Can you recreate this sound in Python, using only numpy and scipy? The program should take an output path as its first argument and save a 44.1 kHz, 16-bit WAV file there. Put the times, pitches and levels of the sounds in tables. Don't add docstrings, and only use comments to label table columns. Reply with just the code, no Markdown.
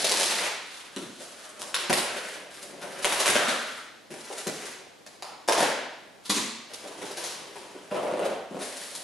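import sys
import numpy as np
from scipy import signal
from scipy.fft import rfft, irfft, next_fast_len
from scipy.io import wavfile
from scipy.ndimage import uniform_filter1d, map_coordinates

SR = 44100
rng = np.random.default_rng(int(sys.argv[2]) if len(sys.argv) > 2 else 0)


def magnitude_from_level(level_db):
    exponent = np.asarray(level_db, float) / 20
    return 10 ** exponent


def generate_wav(sig):
    pcm = np.round(np.clip(np.atleast_2d(sig).T, -1, 1) * 32767).astype(np.int16)
    wavfile.write(sys.argv[1], SR, pcm)


N = 398223
LEAD = SR // 2

# (frequency [Hz], level [dB])
AIR_COLOUR = [(40, -60), (100, -19.5), (160, -3.5), (240, -5.5), (330, 1.5), (480, -6), (900, -57)]
# (frequency [Hz], level [dB])
WALL_COLOUR = [(150, -42), (330, -2.5), (450, 0), (580, 0.5), (750, -4.5), (1000, -7), (1500, -40),
               (4000, -65)]
# (frequency [Hz], level [dB])
FLAP_COLOUR = [(400, -29), (900, 0.5), (1200, -0.5), (1500, 0), (2200, -1), (3000, -2), (4500, -16),
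               (9000, -50)]
# (frequency [Hz], level [dB])
FILM_COLOUR = [(1000, -46), (2700, -9), (3700, -1.5), (6800, -4), (8300, -6.5), (9800, -3), (11500, -9.5),
               (13000, -30)]
# (slip rate [1/s], size scatter [dB])
SLIP_HABITS = [(900, 4.5), (1200, 11), (2500, 5), (4000, 13)]
# (start [s], wall resonance [Hz], flap resonance [Hz], film resonance [Hz], lift [dB])
HOLDS = [(0, 694, 2000, 4500, 3), (.6, 890, 1540, 3600, 3), (0.957, 560, 1340, 3347, 5),
         (1.18, 590, 1320, 8600, 3.5), (1.735, 982, 2960, 3780, 3), (1.89, 598, 1600, 10300, 3.5),
         (3.02, 670.5, 1506, 10060, 1.5), (3.34, 593, 1390, 3370, 7), (4.09, 564, 1590, 8500, 3.5),
         (4.46, 387, 2000, 7100, 3.5), (5.05, 705, 1912, 4217, 6), (5.215, 784, 1190, 4390, 10.5),
         (5.47, 650, 940, 5600, 4.5), (5.56, 716, 1540, 3100, 4.5), (6.24, 296, 1022, 3870, 6.5),
         (6.325, 1060, 2430, 6840, 8.5), (6.63, 624, 2400, 5000, 4), (6.72, 584, 2800, 6800, 0.3),
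         (7.55, 890, 977, 3220, 2), (7.7, 450, 1300, 6000, 2), (7.9, 564, 1350, 2406, 5),
         (8.5, 540, 1202, 3200, 5.5), (8.59, 560, 1856, 9600, 4)]
# (start [s], length [s], pull [dB], fade [dB], film over flap [dB])
PEELS = [(-.4, 0.39, -40, 1.5, 8), (.03, 0.21, -49, -3, 0), (.29, 0.11, -40, 2.5, 3.5),
         (.4, 0.084, -43.5, -3, -3), (.66, 0.28, -53.5, 8.5, 0.5), (.99, 0.16, -55, 10, 5),
         (1.2, 0.29, -56, 5, 2.5), (1.58, 0.14, -55, 7, 2), (1.77, 0.097, -44.5, 7, -6),
         (1.97, 0.21, -44.5, 4, -2.5), (2.2, 0.15, -51.5, -3, 0.5), (2.54, 0.093, -55.5, 1.5, 4.5),
         (2.8, 0.28, -55, -1, 0.5), (3.06, 0.22, -46, -13, 1), (3.37, .15, -38.5, -2, -2),
         (3.55, 0.23, -48, 3.5, -1), (4.13, 0.28, -59, -11, 2.5), (4.55, 0.17, -53.5, 1, 4.5),
         (5.58, 0.047, -39, 0, -4.5), (5.68, 0.15, -52, 14, -24.5), (6.26, 0.027, -55, 6, 4),
         (6.33, 0.073, -41.5, 1, 3), (6.44, .12, -60, 8, 6), (6.68, 0.52, -65.5, -9.5, 3),
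         (7.0, 0.093, -66, -1, 0), (7.19, 0.047, -43.5, 7.5, 5.5), (7.27, 0.056, -48.5, 7.5, 5.5),
         (7.35, 0.58, -62, 6.5, 3), (8.63, 0.12, -42, 12.5, 3.5), (8.76, 0.22, -56, 0.5, 7.5)]
# (share [dB], weight of the film column [1])
PEEL_PARTS = [(-23.5, -0.55), (-10, -0.89), (-1, -0.39), (-2, 0.92)]
# (start [s], length [s], pressure [dB], fade [dB], air over its share [dB])
BOARD_RUBS = [(-.4, 0.83, -40, 13.5, 5), (1.25, 0.42, -70.5, -15.5, 0.5), (1.98, 0.54, -64.5, -6, -2),
              (2.58, 0.43, -58.5, -3.5, 14.5), (3.08, 0.36, -52.5, -7.5, -5), (3.52, 0.12, -47.5, 13, 9),
              (3.88, 0.15, -74, 3, -1), (4.11, 0.063, -52, 9.5, 24), (4.6, 0.26, -51, 8.5, -17),
              (5.23, 0.1, -46.5, 4.5, -25), (6.05, 0.15, -67, 1, 1), (6.52, 0.22, -72, -20.5, -12),
              (6.8, 0.31, -54.5, -3.5, 6.5), (7.2, 0.78, -55.5, 7, 4), (7.92, 0.19, -40, 5.5, 11),
              (8.12, 0.2, -42, 2, 6), (8.52, 0.067, -51.5, 0, 22), (8.66, 0.46, -65, -13, 4)]
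# (share [dB], weight of the air column [1])
RUB_SPREAD = [(-9.5, 0.5), (-2, 0.19), (-8, 0.034), (-23.5, 0.61)]


def box(span=2000):
    air_hz, rest_db = 246, -82.5
    t = (np.arange(N + LEAD) - LEAD) / SR
    grid, peel = strokes(PEELS, PEEL_PARTS, attack_s=0.038)
    _, rub = strokes(BOARD_RUBS, RUB_SPREAD, attack_s=0.015)
    s, felt_db, ms = blows()
    at = np.round(s * SR).astype(int)[:, None] + LEAD + np.arange(span)
    u = np.arange(span) / (SR / 1000) / np.clip(ms, 1.7, 14)[:, None]
    shape = (u + 1 / ms[:, None]) * np.exp(-2 * u)
    edges = [0] + [round(row[0] * SR) + LEAD for row in HOLDS[1:]] + [N + LEAD]
    colours = [AIR_COLOUR, WALL_COLOUR, FLAP_COLOUR, FILM_COLOUR]
    sound = np.zeros((len(colours), N + LEAD + SR))
    for k, (colour, (rate, scatter_db)) in enumerate(zip(colours, SLIP_HABITS)):
        steady = np.interp(t, grid, peel[k] + rub[k] + magnitude_from_level(rest_db))
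        force = steady * slips(rate, scatter_db)
        burst = rng.standard_normal(at.shape) * shape
        if k == 0:
            burst[:, 0] += 1.35 * np.linalg.norm(burst, axis=1)
        else:
            burst[:, 0] += (15 - 4.0 * k) * shape[:, 0]
        burst *= magnitude_from_level(felt_db[k] + 20.5)[:, None] / np.linalg.norm(burst, axis=1, keepdims=True)
        force += np.bincount(at.ravel(), burst.ravel(), N + LEAD)[:N + LEAD]
        for row, a, b in zip(HOLDS, edges, edges[1:]):
            free_hz = row[k] if k else air_hz
            lift_db = row[-1] * (1.7 - 0.35 * k)
            part = signal.fftconvolve(force[a:b], response(colour, free_hz, lift_db))
            sound[k, a:a + len(part)] += part
    return sound[:, :N + LEAD]


def strokes(rows, parts, attack_s):
    release_s, edge_db = 0.039, 15
    jerk_db, jerks_per_s = 4.5, 70
    t = np.arange(-LEAD / SR, N / SR + 1, 1 / 1000)
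    share, weight = np.transpose(parts)
    force = np.zeros((len(parts), len(t)))
    for s, length, db, fade_db, lean_db in rows:
        end = s + length
        times = [s - attack_s, s, end, end + release_s]
        levels = [-edge_db, 0, -fade_db, -fade_db - edge_db]
        shape_db = np.interp(t, times, levels, -200, -200)
        force += magnitude_from_level(db + share + weight * lean_db)[:, None] * magnitude_from_level(shape_db)
    jerk = map_coordinates(rng.standard_normal(len(t)), [np.arange(len(t)) * jerks_per_s / 1000])
    return t, force * magnitude_from_level(jerk_db * jerk)


def slips(rate, scatter_db, hiss=0.16):
    chance = rng.random((2, N + LEAD))
    size = magnitude_from_level(-scatter_db * np.log(chance[1] + 1 / 10) / 2) * rng.standard_normal(N + LEAD)
    sparse = size * (chance[0] < rate / SR)
    x = sparse / np.std(sparse) + hiss * rng.standard_normal(N + LEAD)
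    return x / np.std(x)


# (time [s], level [dB], loss to other parts [dB], length [ms])
BUMPS = [(.9645, -27, 14, 9.2), (.979, -32.5, 19, 11), (1.016, -34, 17, 8), (1.038, -35, 25, 7.1),
         (1.09, -48, 25, 8), (1.896, -22, 3.5, 7.2), (1.9017, -35, -1, 7.2), (2.71, -46.5, 10, 31),
         (3.29, -29, 12, 7.9), (3.3549, -20, 13, 1.4), (3.48, -29.5, 0, 11.6), (4.105, -45.5, 1, 4),
         (4.468, -29, 14, 4.9), (5.61, -49, 6, 14.8), (6.2946, -24.5, 15, 17), (6.365, -25.5, 44, 16),
         (6.44, -33.5, 40, 16), (7.75, -37, 25, 2.6), (7.916, -31, 16, 2.1), (8.1243, -33, 19, 1.02),
         (8.1839, -33, 13, 2.6), (8.5092, -35.5, 13, 2.2), (8.5448, -31, 24, 1.2)]
# (time [s], level [dB], loss to other parts [dB], length [ms])
BUCKLES = [(.1145, -26, 11, 0.29), (.2115, -25.5, 3.1, 2.6), (1.2033, -39, 6.7, 11),
           (1.903, -15.5, 12, 5.4), (1.9749, -25, 7.8, 11.5), (2.1583, -34.5, 2.7, 16),
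           (2.843, -32, 9.9, 4.8), (3.049, -25, 6.6, 2.5), (3.055, -24, 18.4, 7), (3.3549, -26.5, 2.4, 1.4),
           (4.14, -40.5, 3.45, 3.3), (4.3021, -33, 11, 3.7), (4.311, -31, 16, 4.2),
           (4.4618, -28.5, 16, 7.3), (4.479, -29.5, 6.7, 2.6), (5.2236, -29.5, 10, 0.63),
           (5.4865, -20.5, 5, 1.5), (5.4955, -26, 7.9, 1.7), (5.5748, -23, 3.2, 11), (5.5805, -22, 8, 1.7),
           (5.5935, -23, 6, 2.5), (5.604, -21.5, 2.2, 4.5), (5.624, -20, 3.5, 8.5), (7.555, -35.5, 5.6, 19),
           (8.245, -28, 5.9, 16), (8.6179, -33, 12, 11)]
# (time [s], level [dB])
WALL_CREAKS = [(7.913, -32), (7.924, -28.5), (7.9365, -33), (7.948, -31), (7.9605, -25.5), (7.9745, -34),
               (7.989, -28), (7.9985, -31), (8.019, -35), (8.031, -23), (8.0485, -27), (8.065, -27),
               (8.082, -28), (8.102, -26), (8.114, -26), (8.124, -35), (8.1375, -25), (8.173, -25),
               (8.1935, -19.5), (8.2105, -26.5), (8.223, -29), (8.235, -25.5), (8.246, -38), (8.258, -23),
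               (8.292, -31), (8.309, -35), (8.331, -33), (8.512, -39), (8.526, -33), (8.5455, -29.5),
               (8.568, -31), (8.5915, -34), (8.6035, -40)]
# (time [s], level [dB], loss to other parts [dB], length [ms])
FLAP_RIPS = [(.2, -30, 6.5, 5.6), (0.3083, -25.5, 7.4, 7.8), (1.743, -23.5, 6.8, 0.46),
             (1.9017, -20.5, 11, 2.7), (1.9291, -16, 5.4, 0.98), (3.0457, -15.5, 6.5, 1.1),
             (3.1232, -24.5, 3.7, 3), (3.2039, -22.5, 5.7, 7.4), (3.2594, -20.5, 5.7, 2.2),
             (3.272, -24, 6, 1.5), (3.279, -19, 6.5, 1), (3.291, -25, 7, 1.8), (3.3633, -16, 27, 2),
             (3.373, -21, 14, 2), (3.405, -32, 15.8, 8), (3.427, -27, 15, 5.3), (3.455, -25, 11, 8.4),
             (5.0634, -44, 2.2, 4.6), (5.2236, -42, 8.3, 2.6), (5.4863, -16.5, 10.4, 1.5),
             (5.522, -21.5, 10, 4.3), (6.2995, -23, 9, 3.7), (6.374, -28, 11, 11), (6.407, -45, 3, 4.4),
             (7.182, -39.5, 4.1, 12), (7.928, -44, 18, 15), (8.09, -47, 22, 16)]
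# (time [s], level [dB], loss to other parts [dB], length [ms])
GLUE_SNAPS = [(0.0182, -28, 9.8, 4), (0.044, -20, 8.6, 4.5), (0.0502, -26, 12, 1.5), (0.069, -24, 11, 0.99),
              (0.089, -36, 10, 4.7), (0.095, -23.5, 5.7, 0.97), (0.1152, -22.5, 8.6, 1.1),
              (0.1201, -23.5, 4.6, 0.61), (0.14, -26, 11, 1.1), (.1727, -25.5, 12, 1.4),
              (0.193, -35, 11, 1.2), (0.199, -23, 12, 1.3), (.2104, -24.5, 14, 1.1),
              (0.2318, -22, 6.8, 0.91), (0.26, -26, 11, 1.5), (.268, -36, 11, 3.8), (0.3063, -30, 6.7, 8.7),
              (0.9628, -35, 7, 1.5), (1.592, -38.5, 11.3, 9.2), (1.6132, -40, 8, 1.2),
              (1.618, -32.5, 6.2, 1.5), (1.745, -22.5, 7.4, 1.6), (1.934, -23.5, 20, 2.2),
              (1.9723, -24.5, 12, 8.6), (3.028, -39, 2.4, 1.1), (3.051, -23.5, 5.3, 2),
              (3.1233, -28, 17, 5.2), (3.2586, -28, 9.9, 2), (3.3, -22, 3.8, 6.1), (4.469, -29, 3.6, 4.8),
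              (5.0639, -42, 8.3, 5), (5.224, -35.5, 12, 1), (5.477, -24.5, 3.4, 13), (5.4863, -29, 11, 1.1),
              (5.523, -24.5, 9.1, 3.9), (5.627, -37, 10, 10), (6.2503, -39, 11, 12),
              (6.2954, -16.5, 36, 11.5), (6.735, -35, 10, 4.5), (7.1704, -33, 2.6, 17.5),
              (8.592, -48, 7, 15), (8.6175, -50, 9, 13)]
LOSS_SHARES = [(0, 0.74, 0.8, 1.65), (3, 0.08, 1.2, 1.5), (3.5, 1.1, 0.19, 0.97), (3.5, 1.7, 1.16, 0.025)]


def blows():
    loss_db, length_ms = 16, .5
    creaks = [(s, db, loss_db, length_ms) for s, db in WALL_CREAKS]
    kinds = [BUMPS, BUCKLES + creaks, FLAP_RIPS, GLUE_SNAPS]
    s, db, loss_db, ms = np.concatenate(kinds).T
    share = np.repeat(LOSS_SHARES, [len(kind) for kind in kinds], axis=0).T
    return s, db - loss_db * share, ms


def response(spectrum, free_hz, lift_db, width=0.16, size=2048):
    hz = np.fft.rfftfreq(size, 1 / SR)
    bell = np.exp(-np.log((hz + 1) / free_hz) ** 2 / (2 * width ** 2))
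    level_db = along(spectrum, hz) + lift_db * bell
    cepstrum = irfft(np.log(magnitude_from_level(level_db)), size)
    cepstrum[1:size // 2] *= 2
    cepstrum[size // 2 + 1:] = 0
    h = irfft(np.exp(rfft(cepstrum)), size)
    return h / np.linalg.norm(h)


def along(points, hz):
    f, v = np.transpose(points)
    return np.interp(np.log(hz + 1), np.log(f + 1), v)


def near(x, step=SR // 4):
    out = np.zeros((2, len(x) + SR))
    fade = np.hanning(2 * step + 1)[:-1] ** 0.78
    x = np.pad(x, (step, 2 * step))
    for start in range(0, len(x) - 2 * step, step):
        part = signal.fftconvolve((x[start:start + 2 * step] * fade)[None], walls(), axes=1)
        out[:, start:start + part.shape[1]] += part
    return out[:, step:]


# (delay [s], level [dB], left over right [dB])
WALL_ECHOES = [(.0052, -4, 6.5), (.0083, -8.5, -14), (0.0102, -4.5, 3), (0.016, -16.5, 3),
               (0.02, -10, 11.5), (0.026, -10, -4)]


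def walls(shift=.0002, scatter=0.00041):
    h = np.zeros((2, SR // 20))
    h[:, 0] = magnitude_from_level([.5, -.5])
    for s, db, pan_db in WALL_ECHOES:
        smear = rng.standard_normal((2, 64)) * np.exp(-np.arange(64) / SR / scatter)
        smear[0, 0] += 3.5
        smear = smear[0] + 0.73 * np.gradient(smear[1]) * np.array([[1], [-1]])
        i = round(abs(s + shift * rng.standard_normal()) * SR)
        side_db = np.array([[.5], [-.5]]) * pan_db
        h[:, i:i + 64] += magnitude_from_level(db + side_db) * smear / np.linalg.norm(smear[0])
    return h


def boom(x, tail_db=-29, t60=0.68, alike=0.85):
    t = np.arange(SR) / SR
    envelope = magnitude_from_level(tail_db - 60 * t / t60) * np.minimum(t / 0.023, 1)
    a, b = rng.standard_normal((2, SR)) * envelope
    turn = np.arccos(alike) / 2
    tail = a * np.cos(turn) + np.array([b, -b]) * np.sin(turn)
    return signal.fftconvolve(x[None], tail, axes=1)


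# (frequency [Hz], time to fall 60 dB [s])
HALL_T60 = [(250, 0.73), (600, 0.61), (1500, 0.89), (4000, 0.91), (8000, 0.59), (12000, 0.36)]
# (frequency [Hz], correlation [1])
HALL_LIKENESS = [(280, 0.84), (600, 0.87), (2700, 0.76), (6000, 0.74), (12500, 0.3)]


def hall(x, tail_db=-33, delay=0.0022, build=0.0028, plateau=0.066):
    hz, t, z = signal.stft(x, SR, nperseg=512, noverlap=384)
    t = t[:450]
    fill = 1 - np.exp(-np.maximum(t - delay, 0) / build)
    fall_db = 60 * np.maximum(t - plateau, 0) / along(HALL_T60, hz)[:, None]
    decay = magnitude_from_level(tail_db - fall_db) * fill
    fine = uniform_filter1d(np.abs(z) ** 2, size=2, axis=0)
    broad = uniform_filter1d(np.abs(z) ** 2, size=12, axis=0)
    power = np.where(hz[:, None] < 1800, fine, broad)
    energy = np.abs(signal.fftconvolve(power, 128 * decay ** 2, axes=1)[:, :z.shape[1]])
    noise = rng.standard_normal((2, len(x)))
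    field = signal.stft(noise, SR, nperseg=512, noverlap=384)[2]
    field = stereo(field / np.std(field), hz, HALL_LIKENESS) * np.sqrt(energy)
    return signal.istft(field, SR, nperseg=512, noverlap=384)[1]


def stereo(z, hz, alike):
    turn = np.arccos(np.clip(along(alike, hz), -1, 1))[:, None] / 2
    common, apart = z[0] * np.cos(turn), z[1] * np.sin(turn)
    return np.array([common + apart, common - apart])


# (frequency [Hz], level [dB])
HUSH_COLOUR = [(25, -47), (100, -6), (300, 2.5), (600, 1), (1500, -10.5), (5000, -13.5), (12500, -21.5)]


def hush():
    hz, _, z = signal.stft(rng.standard_normal((2, N + 1024)), SR, nperseg=1024)
    z = stereo(z, hz, [(50, .02), (500, 0.12), (8000, 0.61)])
    z = z * magnitude_from_level(along(HUSH_COLOUR, hz))[:, None]
    x = signal.istft(z, SR, nperseg=1024)[1][:, :N]
    return magnitude_from_level(-53.5) * x / np.std(x)


def scene():
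    parts = box()
    air, board = parts[0], parts[1:].sum(axis=0)
    heard = [near(air + board), boom(air), hall(board)]
    return sum(x[:, LEAD:LEAD + N] for x in heard) + hush()


def roll_off(x):
    return signal.sosfilt(signal.butter(12, 13080, fs=SR, output="sos"), x)


# (frequency [Hz], gain [dB])
MIC_BAND = [(60, 3.5), (130, -1), (11500, -0.5), (12300, -1), (12600, -22), (13200, -47)]
# (frequency [Hz], gain [dB])
PORT_WIDTH = [(30, 12), (70, 6), (130, -1), (300, -2.5), (900, 2.5), (6000, 0.5), (10500, -0.5),
              (12300, 1.5)]


def record(dry):
    size = next_fast_len(N + 4096)
    hz = np.fft.rfftfreq(size, 1 / SR)
    left, right = rfft(dry, size) * magnitude_from_level(along(MIC_BAND, hz))
    mid = (left + right) / 2
    side = (left - right) / 2 * magnitude_from_level(along(PORT_WIDTH, hz))
    mix = irfft([mid + side, mid - side], size)[:, :N]
    return roll_off(mix)


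dry = scene()
out = record(dry)
generate_wav(out)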